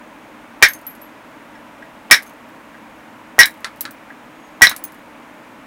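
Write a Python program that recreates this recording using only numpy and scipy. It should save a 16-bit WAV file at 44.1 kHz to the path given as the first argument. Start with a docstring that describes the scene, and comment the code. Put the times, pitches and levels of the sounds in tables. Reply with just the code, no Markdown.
"""Four hard, ringing blows: an antler hammer drives a metal punch on a glassy stone slab in a small workshop.
Each is dying sines for punch and slab under a shaped noise crack, loud enough to clip the microphone input.
Stone flakes (glassy sines plus a tick) and crumbs tinkle down; pieces knock on a plastic bucket.
Between blows the antler touches the punch. Behind lie steady filtered noise and a thin whine that swells once."""
import sys
import numpy as np
from scipy import signal
from scipy.fft import rfft, irfft
from scipy.io import wavfile

SR = 44100
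rng = np.random.default_rng(int(sys.argv[2]) if len(sys.argv) > 2 else 0)


def wav_record(signal):
    """Record a signal, one row per channel, as 16-bit PCM in the file named by sys.argv[1]."""
    frames = np.transpose(np.atleast_2d(signal))
    bounded = np.clip(frames, -1, 1)
    # unit amplitude maps onto the largest positive 16-bit level
    quanta = np.round(bounded * 32767).astype(np.int16)
    wavfile.write(sys.argv[1], SR, quanta)


N = 249606  # length in samples
IMPACT_T = np.arange(SR // 2) / SR  # time since an impact, s
HZ = np.fft.rfftfreq(N, 1 / SR)

# the antler seats the punch just ahead of each blow: (t/s, level/dB)
SEATINGS = [(0.6188, -19), (2.1014, -17.5), (3.3833, -11.5), (4.6113, -13)]
# colour of that contact: (f/Hz, relative level/dB)
SEATING_COLOUR = [(60, -21), (300, -7.5), (800, 10.5), (1600, 2), (3000, -5), (6000, -25), (16000, -64)]


def seatings():
    """Antler meets punch without driving it: a soft noise burst centred on the midrange."""
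    out = np.zeros(N)
    for start, db in SEATINGS:
        add(out, start, amp(db) * impact(SEATING_COLOUR, near_db=-3.0, room_db=-22))
    return out


# one row a blow: (t/s, punch ring level/dB, punch f/Hz, punch t60/s, overtone level/dB, overtone f/Hz,
# slab ring level/dB, crack level/dB, crack tilt above 2 kHz/dB per octave)
BLOWS = [(0.6250, 7, 1907, 0.065, -4.5, 5280, -1, 5.5, -0.5),
         (2.1110, 10, 1905, 0.083, 6, 5374, -4.5, 7.5, 1), (3.39, 19, 1910, 0.071, 7, 5417, -3, 9, -1.5),
         (4.6189, 15, 1929, .092, 0.5, 5483, -5.5, 7, 1.5)]
# upper modes of the punch: (ratio to overtone f, level against overtone/dB, share of the overtone t60)
PUNCH_UPPER_MODES = [(1, -1, 0.79), (1.05, -11.5, .5), (1.7, -0.5, .35), (1.87, -10.5, .7)]
# modes of the slab and hammer: (f/Hz, relative level/dB, t60/s)
SLAB_MODES = [(1568, -7, .09), (1647, -9, .09), (1716, -9.5, 0.094), (1837, 0, 0.069), (1920, -17, .09),
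              (2177, -3.5, .11), (2293, 0.5, 0.044), (2360, 8.5, 0.064), (2410, -9.5, 0.078),
              (5560, -24.5, 0.069)]
# colour of the crack of antler on metal: (f/Hz, relative level/dB)
CRACK_COLOUR = [(30, -24.5), (150, -33), (450, -26.5), (1000, -17.5), (1400, -16.5), (1600, -1.5),
                (2300, -5), (2600, -18.5), (3200, -15), (3900, -10.5), (4600, -15.5), (5500, -9.5),
                (7000, -24.5), (16000, -28.5)]
OVERTONE_SUSTAIN = 1.54  # overtone t60 against that of the lowest punch mode


def blows():
    """The driven punch and slab ring as dying sines while antler on metal cracks as noise."""
    out = np.zeros(N)
    for start, ring_db, hz, t60, overtone_db, overtone_hz, slab_db, crack_db, tilt_db in BLOWS:
        lowest = ring([(hz, ring_db, t60)])
        overtone_t60 = OVERTONE_SUSTAIN * t60
        upper_modes = [(overtone_hz * ratio, overtone_db + db, overtone_t60 * share)
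                       for ratio, db, share in PUNCH_UPPER_MODES]
        upper = rattling(ring(upper_modes), rough=0.37, width_hz=110)
        slab = amp(slab_db) * ring(SLAB_MODES)
        crack = amp(crack_db) * impact(CRACK_COLOUR, near_db=4, room_db=-2.5, tilt_db=tilt_db)
        add(out, start, lowest + upper + slab + crack)
    return out


# the punch rebounds on the stone: (t/s, level/dB)
REBOUNDS = [(2.145, -5), (3.415, -6.5), (3.4332, 1), (4.6700, 4.5)]
# colour of the rebound's noise: (f/Hz, relative level/dB)
REBOUND_COLOUR = [(500, -20.5), (2000, -7.5), (3300, -21), (3900, 5), (4500, -21), (5500, -5),
                  (7000, -35.5), (16000, -39.5)]
# ring of the rebound: (f/Hz, relative level/dB, t60/s)
CHIRP_MODES = [(3820, -3, .02), (3977, -8.5, 0.023)]


def rebounds():
    """The punch lands back on the stone: a short uneven chirp with a noise burst."""
    out = np.zeros(N)
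    for start, db in REBOUNDS:
        chirp = rattling(ring(CHIRP_MODES), rough=0.48, width_hz=230)
        contact = amp(-2.0) * impact(REBOUND_COLOUR, near_db=-11, room_db=-16)
        add(out, start, amp(db) * (chirp + contact))
    return out


# the antler is laid on the punch between blows: (t/s, low ring level/dB, overtone level/dB)
TAPS = [(1.554, -38, -50), (1.824, -37, -58), (2.7450, -38, -65), (4.104, -32, -64.5)]
# the punch damped by the antler: (f/Hz, relative level/dB, t60/s)
TAP_MODES = [(1653, 2.5, 0.068), (1905, -0.5, 0.072)]
# its overtone: (f/Hz, relative level/dB, t60/s)
TAP_OVERTONE_MODES = [(5370, 0, 0.064)]


def taps():
    """Light contacts ring the damped punch faintly and unevenly."""
    out = np.zeros(N)
    for start, low_db, overtone_db in TAPS:
        tap = amp(low_db) * ring(TAP_MODES) + amp(overtone_db) * ring(TAP_OVERTONE_MODES)
        add(out, start, rattling(tap, rough=.5, width_hz=200))
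    return out


# modes of four stone flakes, by name: (f/Hz, relative level/dB, t60 before FLAKE_SUSTAIN/s)
FLAKE_MODES = {"broad": [(6390, -9, 0.077), (9750, -8.5, 0.08), (15300, -1, 0.04)],
               "long": [(11730, 9.5, 0.11), (12800, 12, .06), (15400, 5, .055)],
               "small": [(12850, -2, 0.039), (15550, -6, 0.063)], "thin": [(10200, -9, 0.088),
               (12350, -2, .04), (13480, -11, 0.0375)]}
# the larger flakes land: (t/s, flake name, ring level/dB, contact hardness/dB per mode, tick level/dB)
TINKLES = [(0.685, "broad", -23.5, -9, -23.5), (0.686, "long", -33.5, -12, -36),
           (0.7348, "broad", -24, -3, -28), (0.8672, "long", -35, -4, -40), (0.952, "small", -58, 0, -42),
           (1.0170, "long", -47, -7, -46), (2.2304, "thin", -56, -3, -34.5),
           (2.2642, "broad", -34, -7, -42), (3.457, "thin", -33, 6, -12.5),
           (3.808, "small", -14, -6, -17.5), (3.9095, "small", -36, 4, -34),
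           (4.6948, "broad", -23, .5, -16), (4.7636, "thin", -28, -5, -23), (4.8397, "broad", -30, 6, -29),
           (4.9210, "thin", -48, 4, -44)]
CLEAN_RATTLE, CHIP_RATTLE = .2, .6  # roughness of the long flake and of all other pieces


def flakes():
    """The larger flakes land on the chips below; the long flake rings cleanest."""
    out = np.zeros(N)
    for start, flake, ring_db, step_db, tick_db in TINKLES:
        rough = CLEAN_RATTLE if flake == "long" else CHIP_RATTLE
        add(out, start, landing(FLAKE_MODES[flake], ring_db, tick_db, rough, step_db))
    return out


CRUMB_WAIT_S, CRUMB_FALL_S = .06, 0.4  # delay after a blow, then the span of the patter
CRUMB_DB = -37.5  # tick of the loudest crumb at the start of the patter
CRUMB_SPREAD_DB, CRUMB_FADE_DB = 12, 10  # random range of levels; loss over the span
CRUMB_RING_DB = -8  # ring setting against the tick setting
CRUMB_PITCH_SPREAD = .2  # random pitch, independent of loudness: up to this share above the thin flake


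def crumbs(count=8):
    """Tiny thin crumbs patter down at random after each blow, later ones fainter on average."""
    out = np.zeros(N)
    for blow in BLOWS:
        for when, softness, pitch in rng.random((count, 3)):
            tick_db = CRUMB_DB - CRUMB_SPREAD_DB * softness - CRUMB_FADE_DB * when
            stretch = 1 + CRUMB_PITCH_SPREAD * pitch
            modes = [(hz * stretch, db, t60) for hz, db, t60 in FLAKE_MODES["thin"]]
            start = blow[0] + CRUMB_WAIT_S + when * CRUMB_FALL_S
            add(out, start, landing(modes, tick_db + CRUMB_RING_DB, tick_db, CHIP_RATTLE))
    return out


# colour of the tick of stone on chips: (f/Hz, relative level/dB)
TICK_COLOUR = [(500, -36), (2500, -13), (4500, -4.5), (6500, -7.5), (8500, -3.5), (12000, -1),
               (16000, -4.5)]
FLAKE_SUSTAIN = 1.6  # stretch of every flake and crumb t60


def landing(modes, ring_db, tick_db, rough, step_db=0):
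    """A sharp tick and the glassy ring of a piece of stone."""
    chime = rattling(ring(modes, step_db, FLAKE_SUSTAIN), rough, width_hz=170)
    tick = impact(TICK_COLOUR, near_db=-2, room_db=-12)
    return amp(ring_db) * chime + amp(tick_db) * tick


# pieces knock on the bucket: (t/s, level/dB, tilt above 2 kHz/dB per octave)
KNOCKS = [(3.645, -18, 1), (3.8529, -23, -0.5), (4.713, -19.5, -3.5)]
# colour of a knock on plastic: (f/Hz, relative level/dB)
KNOCK_COLOUR = [(200, -34), (900, -9), (1400, -4), (2000, -2.5), (2800, -13), (4000, -6.5), (6500, -19.5),
                (10000, -22.5), (16000, -46)]
# modes of the bucket wall: (f/Hz, relative level/dB, t60/s)
BUCKET_MODES = [(1350, 0.5, 0.15), (1690, 0.5, 0.13)]


def knocks():
    """A hard tick on plastic with the short, rough ring of the bucket wall."""
    out = np.zeros(N)
    for start, db, tilt_db in KNOCKS:
        wall = amp(-6.0) * rattling(ring(BUCKET_MODES), rough=.9, width_hz=200)
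        tick = impact(KNOCK_COLOUR, near_db=0.5, room_db=-8.5, tilt_db=tilt_db)
        add(out, start, amp(db) * (tick + wall))
    return out


# decay of the room: (f/Hz, t60/s)
ROOM_DECAY = [(60, 0.151), (400, 0.13), (2000, 0.15), (5000, 0.11), (10000, 0.13), (16000, 0.11)]


def room_tail():
    """Dense reflections of the small room, each band dying at its own speed."""
    hz, t, bands = signal.stft(rng.standard_normal(len(IMPACT_T)), SR, nperseg=128)
    decay = fade(t, read(ROOM_DECAY, hz)[:, None])
    return signal.istft(bands * decay, SR)[1][:len(IMPACT_T)]


# colour of the room noise: (f/Hz, relative level/dB)
HISS_COLOUR = [(15, -50), (25, -20.5), (59, -13), (82, -26), (104, -10.5), (140, -12.5), (233, -4.5),
               (313, 0.5), (349, -13.5), (567, -6.5), (741, -9.5), (970, -7.5), (2300, -14), (4500, -30.5),
               (15500, -37.5)]
# air resonances in the hiss: (f/Hz, offset at half gain/Hz, level/dB)
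DRONES = [(232.8, 12, -55), (328, 14, -61), (614, 73, -56), (926, 120, -52.5)]
HISS_DB = -42  # rms


def hiss():
    """Steady room noise with a few soft resonances, each a narrow noise band."""
    out = amp(HISS_DB) * noise(amp(read(HISS_COLOUR, HZ)))
    for hz, width, db in DRONES:
        out = out + amp(db) * noise(1 / (1 + ((HZ - hz) / width) ** 2))
    return out


WHINE_HZ, WHINE_DB = 6600, -75  # level outside the swell
SWELL_AT_S, SWELL_WIDTH_S, SWELL_DB = 4.46, 0.092, 14.5  # centre, Gaussian width, rise at the centre


def whine():
    """A thin, unsteady sine that swells once."""
    t = np.arange(N) / SR
    swell = SWELL_DB * np.exp(-((t - SWELL_AT_S) / SWELL_WIDTH_S) ** 2)
    tone = rattling(np.sin(2 * np.pi * WHINE_HZ * t), rough=.5, width_hz=40)
    return amp(WHINE_DB + swell) * tone


def ring(modes, step_db=0, length=1):
    """A struck object: dying sines; a harder contact (step_db per mode) favours the later-listed modes."""
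    out = np.zeros(len(IMPACT_T))
    for k, (hz, db, t60) in enumerate(modes):
        decay = fade(IMPACT_T, t60 * length)
        out += amp(db + k * step_db) * decay * np.sin(2 * np.pi * hz * IMPACT_T)
    return out


def rattling(x, rough, width_hz):
    """A random flutter of the level makes the ring uneven, which widens its spectral lines."""
    pole = np.exp(-2 * np.pi * width_hz / SR)
    flutter = unit(signal.lfilter([1], [1, -2 * pole, pole ** 2], rng.standard_normal(len(x))))
    return x * (1 + rough * flutter) / np.hypot(1, rough)


def impact(spectrum, near_db, room_db, tilt_db=0):
    """A sharp burst at the contact, scatter from the hand and bucket, then the room."""
    burst = fade(IMPACT_T, .006)
    scatter = amp(near_db) * fade(IMPACT_T, 0.026)
    close = rng.standard_normal(len(IMPACT_T)) * np.hypot(burst, scatter)
    room = amp(room_db) * room_tail() * (1 - fade(IMPACT_T, 0.0063))
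    return colour(close + room, spectrum, tilt_db)


def colour(x, spectrum, tilt_db=0):
    """Causal filter of unit power with the given spectrum, tilted per octave above 2 kHz."""
    hz = abs(np.fft.fftfreq(4096, 1 / SR))
    octaves = np.log2(np.maximum(hz / 2000, 1))
    gain = unit(amp(read(spectrum, hz) + tilt_db * octaves))
    # minimum phase: the sound starts at the contact, never before it
    response = np.exp(signal.hilbert(np.log(gain)).conj())
    taps = np.fft.ifft(response).real
    return signal.fftconvolve(x, taps[:len(taps) // 2])[:len(x)]


def noise(gain):
    """Steady noise of rms 1 with the given gain per frequency."""
    return unit(irfft(rfft(rng.standard_normal(N)) * gain, N))


def fade(t, t60):
    """Exponential decay by 60 dB in t60."""
    return np.exp(-np.log(1000) * t / np.maximum(t60, 1e-4))


def amp(db):
    """Decibels to gain."""
    return 10 ** (np.asarray(db) / 20)


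def unit(x):
    """Scales to an rms of 1."""
    return x / np.sqrt(np.mean(x ** 2) + 1e-20)


def read(points, hz):
    """Interpolates a table on a log-frequency axis."""
    f, value = np.transpose(points)
    return np.interp(np.log(hz + 1), np.log(f + 1), value)


def add(mix, start, sound):
    """Mixes a sound in at a start time in seconds."""
    part = mix[round(start * SR):][:len(sound)]
    part += sound[:len(part)]


def scene():
    """All sources at one microphone."""
    strikes = seatings() + blows() + rebounds() + taps()
    debris = flakes() + crumbs() + knocks()
    return (strikes + debris + hiss() + whine())[None]


def record(dry):
    """The input clips peaks flat, at double rate to limit aliasing; then a 16 kHz low-pass."""
    fine = signal.resample_poly(dry, 2, 1, axis=1)
    clipped = signal.resample_poly(np.clip(fine, -.97, .97), 1, 2, axis=1)
    low_pass = signal.firwin(255, 16000, window=("kaiser", 8), fs=SR)
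    return signal.oaconvolve(clipped, low_pass[None], "same")


dry = scene()
out = record(dry)
wav_record(out)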